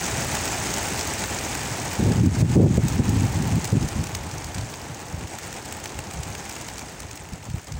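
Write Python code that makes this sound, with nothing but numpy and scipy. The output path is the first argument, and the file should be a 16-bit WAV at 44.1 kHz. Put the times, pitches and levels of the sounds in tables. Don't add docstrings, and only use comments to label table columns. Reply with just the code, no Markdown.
import sys
import numpy as np
from scipy import signal
from scipy.fft import rfft, irfft, next_fast_len
from scipy.io import wavfile
from scipy.ndimage import uniform_filter1d

SR = 44100
rng = np.random.default_rng(int(sys.argv[2]) if len(sys.argv) > 2 else 0)


def log_audio(samples):
    frames = np.atleast_2d(samples).T
    limited = np.clip(frames, -1, 1)
    pcm = np.round(limited * 32767).astype(np.int16)
    wavfile.write(sys.argv[1], SR, pcm)


N = 343539

# t/s, level/dB
FLOCK_LEVEL = [(0, -29.5), (.7, -30), (1.1, -31), (1.9, -33), (2.15, -36.5), (2.5, -35.5), (3.8, -37.5),
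               (4.2, -40.5), (4.6, -40.5), (5.25, -43.5), (5.42, -39), (6.05, -42), (6.5, -39), (7.3, -46),
               (7.79, -45.5)]
# f/Hz, level/dB
SLAP_AT_MIC = [(300, -5), (900, 0), (2400, 7), (3600, 0), (5200, 5), (6600, 7.5), (8300, 7), (10000, -4.5),
               (13300, -13.5), (14900, -0.5), (16000, 2)]
# start/s, length/s, strength/dB, top of the blast's range/Hz
WIND_GUSTS = [(0.113, 0.23, -29, 150), (1.991, 0.062, -16.5, 364), (2.051, 0.078, -15.5, 513),
              (2.155, 0.053, -17, 333), (2.201, 0.085, -9.5, 216), (2.313, .22, -19, 260),
              (2.422, 0.012, -5.5, 337), (2.554, 0.11, -6.5, 530), (2.664, 0.086, -15, 290),
              (2.774, 0.0076, -5, 510), (2.831, 0.028, -14.5, 280), (2.941, 0.034, -25, 250),
              (2.992, 0.0083, -8.5, 370), (3.07, .19, -18, 290), (3.352, 0.13, -20.5, 270),
              (3.5, 0.086, -18.5, 240), (3.723, 0.052, -13, 333), (3.806, 0.044, -18, 190),
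              (3.952, 0.081, -22, 220), (4.09, 0.42, -34.5, 150), (4.55, 0.1, -29, 131),
              (4.894, 0.032, -37, 120), (5.127, 0.013, -24.5, 140), (5.167, 0.077, -32.5, 131),
              (5.945, .07, -37, 120), (6.136, 0.068, -29.5, 130), (6.258, .06, -33.5, 120),
              (7.004, 0.054, -41, 120), (7.318, 0.019, -27.5, 150), (7.478, 0.029, -27, 120),
              (7.538, 0.027, -25.5, 120), (7.694, 0.085, -30.5, 130)]
TOP_HZ = 15800


def from_db(db):
    return 10 ** (np.asarray(db) / 20)


def in_time(rows):
    return np.interp(np.arange(N) / SR, *np.transpose(rows))


def noise(colour):
    hz, db = np.transpose(colour)
    size = next_fast_len(N)
    bin_hz = np.maximum(np.fft.rfftfreq(size, 1 / SR), 1)
    gain = from_db(np.interp(np.log(bin_hz), np.log(hz), db))
    shaped = irfft(gain * rfft(rng.standard_normal(size)))[:N]
    return shaped / np.sqrt(np.mean(shaped ** 2) + 1e-20)


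def mean_over(power, seconds):
    return np.maximum(uniform_filter1d(power, max(int(seconds * SR), 1)), 0) + 1e-14


def lag(x, seconds):
    keep = np.exp(-1 / (seconds * SR))
    return signal.lfilter([1 - keep], [1, -keep], x + 1e-18)


def evened(x, seconds):
    return x / np.sqrt(mean_over(x ** 2, seconds))


def wingbeats(slow_hz=6.0, fast_hz=9.5, spread_db=0.5, count=80):
    birds_in_earshot = 46 * 2 ** ((in_time(FLOCK_LEVEL) + 29.5) / 9)
    beats = np.zeros(N)
    for bird, (pace, start, passing) in enumerate(rng.random((count, 3))):
        slip, force = rng.standard_normal((2, count))
        beat_hz = slow_hz + pace * (fast_hz - slow_hz)
        times = (np.arange(count) - start + .05 * slip) / beat_hz
        nearness = np.sin(2 * np.pi * (times / 2 + passing))
        power = from_db(spread_db * np.minimum(force + nearness, 1.6)) ** 2
        at = (times * SR).astype(int)
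        heard = (at >= 0) & (at < N) & (bird < birds_in_earshot[np.clip(at, 0, N - 1)])
        beats[at[heard]] += power[heard]
    return beats / np.maximum(mean_over(beats, .4), 1e-6)


def wing_slaps(beats, rise_s=0.00016, fade_s=0.0012, colour_db=5.5):
    edges_hz = np.append(np.linspace(400, 10500, 9), TOP_HZ)
    at = np.flatnonzero(beats)
    sources = [noise(SLAP_AT_MIC), noise(SLAP_AT_MIC)]
    out = np.zeros(N)
    for k, band_hz in enumerate(zip(edges_hz, edges_hz[1:])):
        share = from_db(colour_db * np.clip(rng.standard_normal(N)[at], -2, 2)) ** 2
        power = np.zeros(N)
        power[at] = beats[at] * share / share.mean()
        band = signal.sosfilt(signal.butter(2, band_hz, "band", fs=SR, output="sos"), sources[k % 2])
        out += np.sqrt(lag(lag(power, fade_s), rise_s)) * band
    return out


def wing_rush(beats, puff_share=0.88, puff_s=0.0096):
    # t/s, level/dB
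    rush_level = [(0, -31), (1.9, -33), (2.4, -35.7), (3.4, -33.5), (4.7, -39), (6.5, -38.5), (7.4, -44.5),
                  (7.79, -44.5)]
    # f/Hz, level/dB
    rush_at_mic = [(40, -13), (100, -4), (200, 0), (350, -1), (500, -4), (660, -3), (830, 0), (950, -3.5),
                   (1100, -8.5), (2000, -14), (4000, -20.5), (16000, -40)]
    power = 1 - puff_share + puff_share * lag(lag(beats, puff_s), puff_s)
    return from_db(in_time(rush_level)) * np.sqrt(power) * noise(rush_at_mic)


def flock(swish_s=0.02):
    # f/Hz, level/dB
    swish_at_mic = [(300, 6), (700, -9.5), (1200, 1.5), (1700, 6.5), (2500, 4), (3200, -0.5), (4200, -2),
                    (5500, 0.5), (6700, 2), (8200, 1.5), (9800, -10), (13500, -22.5), (14900, -7),
                    (16000, -11)]
    beats = wingbeats()
    swishes = np.sqrt(lag(lag(beats, swish_s), swish_s)) * noise(swish_at_mic)
    slaps = wing_slaps(beats)
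    far_hiss = noise(swish_at_mic)
    feathers = from_db(-3) * slaps + from_db(-7.5) * swishes + from_db(-4) * far_hiss
    return from_db(in_time(FLOCK_LEVEL)) * feathers + wing_rush(beats)


def wing_claps(brush_s=0.0018, rise_s=0.0015, rustle_s=0.0054, rustle_db=-14.5):
    # low/dB, middle/dB, high/dB
    claps = [(0.0643, -20, -21, -20, -9), (0.3505, -16, -15, -19, -9.5), (0.3691, -21, -8, -17, -13),
             (0.476, -15.5, -17, -13.5, -14), (0.7384, -12.5, -19, -22, -12),
             (0.7817, -17.5, -16, -26, -10), (0.854, -18, -17, -17, -17), (0.8834, -20.5, -14, -24, -11),
             (0.9915, -17, -31, -11, -12), (1.0098, -17.5, -18, -9.5, -13), (1.1358, -19.5, -14, -25, -10),
             (1.2377, -20, -7.5, -14, -10), (1.3862, -22, -14, -9, -17), (1.5499, -21, -12, -18, -9),
             (2.1181, -21, -14.5, -15, -14), (2.411, -23.5, -23, -13, -11), (2.882, -17, -18.5, -27, -10),
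             (3.0924, -17.5, -22, -21, -12), (3.4223, -22.5, -23, -13, -11), (3.643, -17.5, -19, -13, -11),
             (3.6515, -15, -19, -18, -13.5), (3.8856, -21, -18, -14, -12.5), (4.0387, -20, -18, -20, -12),
             (4.0693, -21.5, -16, -16, -13), (4.149, -15.5, -18, -13.5, -12), (4.3121, -25, -20, -13, -13),
             (4.38, -25, -23, -16, -10.5), (4.443, -25, -24, -12, -9.5), (4.5447, -21, -18, -18, -13),
             (4.5816, -23.5, -13, -14, -14), (4.6105, -27, -17, -11, -12), (4.7382, -23.5, -13, -14, -16),
             (5.0, -29.5, -18, -28, -10.5), (5.2723, -27, -14, -17, -12), (5.3852, -24.5, -13, -16, -10),
             (5.5265, -21, -19, -18, -14), (5.7234, -20.5, -17, -21, -10), (5.8388, -24, -15, -24, -8),
             (5.8564, -22.5, -10.5, -16, -11.5), (5.9887, -24.5, -9, -25, -8.5),
             (6.11, -26, -12.5, -16, -11), (6.1345, -25, -23, -21, -8.5), (6.232, -19, -19, -15.5, -13.5),
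             (6.35, -24, -11, -16, -12), (6.4944, -25, -13, -19, -9), (6.5236, -28, -18, -19, -9),
             (6.563, -26.5, -12, -18, -11), (6.6116, -28, -15, -12, -7), (6.6847, -20.5, -14, -14, -16),
             (6.78, -22, -20, -15, -13.5), (6.7916, -23.5, -16, -13, -11), (7.002, -22.5, -20, -17, -11),
             (7.1115, -25, -19, -14.5, -13), (7.1547, -32, -15, -18, -6), (7.1737, -27.5, -16, -14, -13),
             (7.3327, -28, -22, -13, -13), (7.4986, -34, -12, -10, -9), (7.7206, -22, -22, -17, -16)]
    edges_hz = [300, 3500, 6000, 16500]
    boost_db = np.array([3.1, 1.5, 1.0])
    power = np.zeros((3, N))
    for start, level_db, *colour_db in claps:
        at = np.arange(max(int((start - .015) * SR), 0), min(int((start + .04) * SR), N))
        t = at / SR - start
        age = np.maximum(t, 0) / rise_s
        burst = (age * np.exp(1 - age)) ** 2
        rustle = from_db(rustle_db) ** 2 * np.exp(-np.where(t < 0, -t / brush_s, t / rustle_s))
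        band_db = level_db + boost_db + colour_db
        power[:, at] += from_db(band_db)[:, None] ** 2 * (burst + rustle)
    out, source = np.zeros(N), noise(SLAP_AT_MIC)
    for band_power, band_hz in zip(power, zip(edges_hz, edges_hz[1:])):
        band = signal.sosfilt(signal.butter(3, band_hz, "band", fs=SR, output="sos"), source)
        out += np.sqrt(band_power) * evened(band, 0.003)
        source = np.roll(source, SR)
    return out


def gust_shape(start, length, rise_s=0.0048, fade_s=0.011):
    at = np.arange(max(int(start * SR), 0), min(int((start + length + .1) * SR), N))
    t = at / SR - start
    return at, np.clip(t / rise_s, 0, 1) * np.exp(-np.maximum(t - length, 0) / fade_s)


def wind_strength():
    # t/s, level/dB
    breeze_level = [(0, -36), (1.9, -35.5), (3.0, -19), (4.2, -40.5), (4.8, -43), (7.79, -43)]
    power = from_db(in_time(breeze_level)) ** 2
    for start, length, db, _ in WIND_GUSTS:
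        at, shape = gust_shape(start, length)
        power[at] += (from_db(db) * shape) ** 2
    return 10 * np.log10(power)


def wind(rumble_limit_db=-26.5, strong_db=-13.0):
    # f/Hz, level/dB
    rumble_colour = [(15, -29), (30, -36), (50, -4), (80, 1.5), (115, -2), (170, -7.5), (260, -39.5),
                     (400, -44), (800, -50), (3000, -85)]
    # f/Hz, level/dB
    swirl_colour = [(20, -41), (55, -31), (100, 5.5), (150, -4), (250, -5), (400, -19), (600, -44),
                    (1000, -81), (3000, -75)]
    # f/Hz, level/dB
    puff_rates = [(2, 23), (12, 6), (28, 10.5), (60, -15.5), (300, -83)]
    level_db = wind_strength()
    rumble_gain = from_db(level_db) / np.hypot(1, from_db(level_db - rumble_limit_db))
    swirl_gain = from_db(level_db - 2.5 + 0.73 * np.minimum(level_db - strong_db, 0))
    puffs = from_db(4 * noise(puff_rates))
    rumble = rumble_gain * evened(puffs * noise(rumble_colour), 0.119)
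    swirls = swirl_gain * evened(puffs * noise(swirl_colour), 0.047)
    return rumble + swirls + gust_blasts(puffs)


def gust_blasts(puffs, hard_db=-5.5):
    # f/Hz, level/dB
    blast_colour = [(20, -32), (55, -7), (100, 2.5), (170, 3.5), (270, -7.5), (420, -9.5), (650, -12),
                    (1000, -16.5), (4000, -45)]
    out, rough_air = np.zeros(N), puffs * noise(blast_colour)
    for start, length, db, reach_hz in WIND_GUSTS:
        at, shape = gust_shape(start, length)
        air = signal.sosfilt(signal.butter(3, reach_hz, fs=SR, output="sos"), rough_air[at])
        blast_db = db - 0.5 + 0.32 * min(db - hard_db, 0)
        out[at] += from_db(blast_db) * shape * evened(air, 0.0228)
    return out


def scene():
    return (flock() + wing_claps() + wind())[None]


def microphone(x, ring_hz=6470.0, ring_width_hz=330.0, low_cut_hz=40.0):
    b, a = signal.iirpeak(ring_hz, ring_hz / ring_width_hz, fs=SR)
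    low_cut = signal.butter(3, low_cut_hz, "high", fs=SR, output="sos")
    return signal.sosfilt(low_cut, x + 0.43 * signal.lfilter(b, a, x))


def limiter(x, threshold_db=-17.0, squeeze=0.7, recovery_db_per_s=108.0, attack_s=0.0015):
    level_db = 10 * np.log10(mean_over(x ** 2, 0.012))
    cut_db = squeeze * np.maximum(level_db - threshold_db, 0)
    ramp = recovery_db_per_s * np.arange(N) / SR
    held_db = np.maximum.accumulate(cut_db + ramp) - ramp
    return x * from_db(-lag(held_db, attack_s))


def record(dry):
    top_cut = signal.ellip(12, .2, 90, TOP_HZ, fs=SR, output="sos")
    return signal.sosfilt(top_cut, limiter(microphone(dry[0])))[None]


dry = scene()
out = record(dry)
log_audio(out)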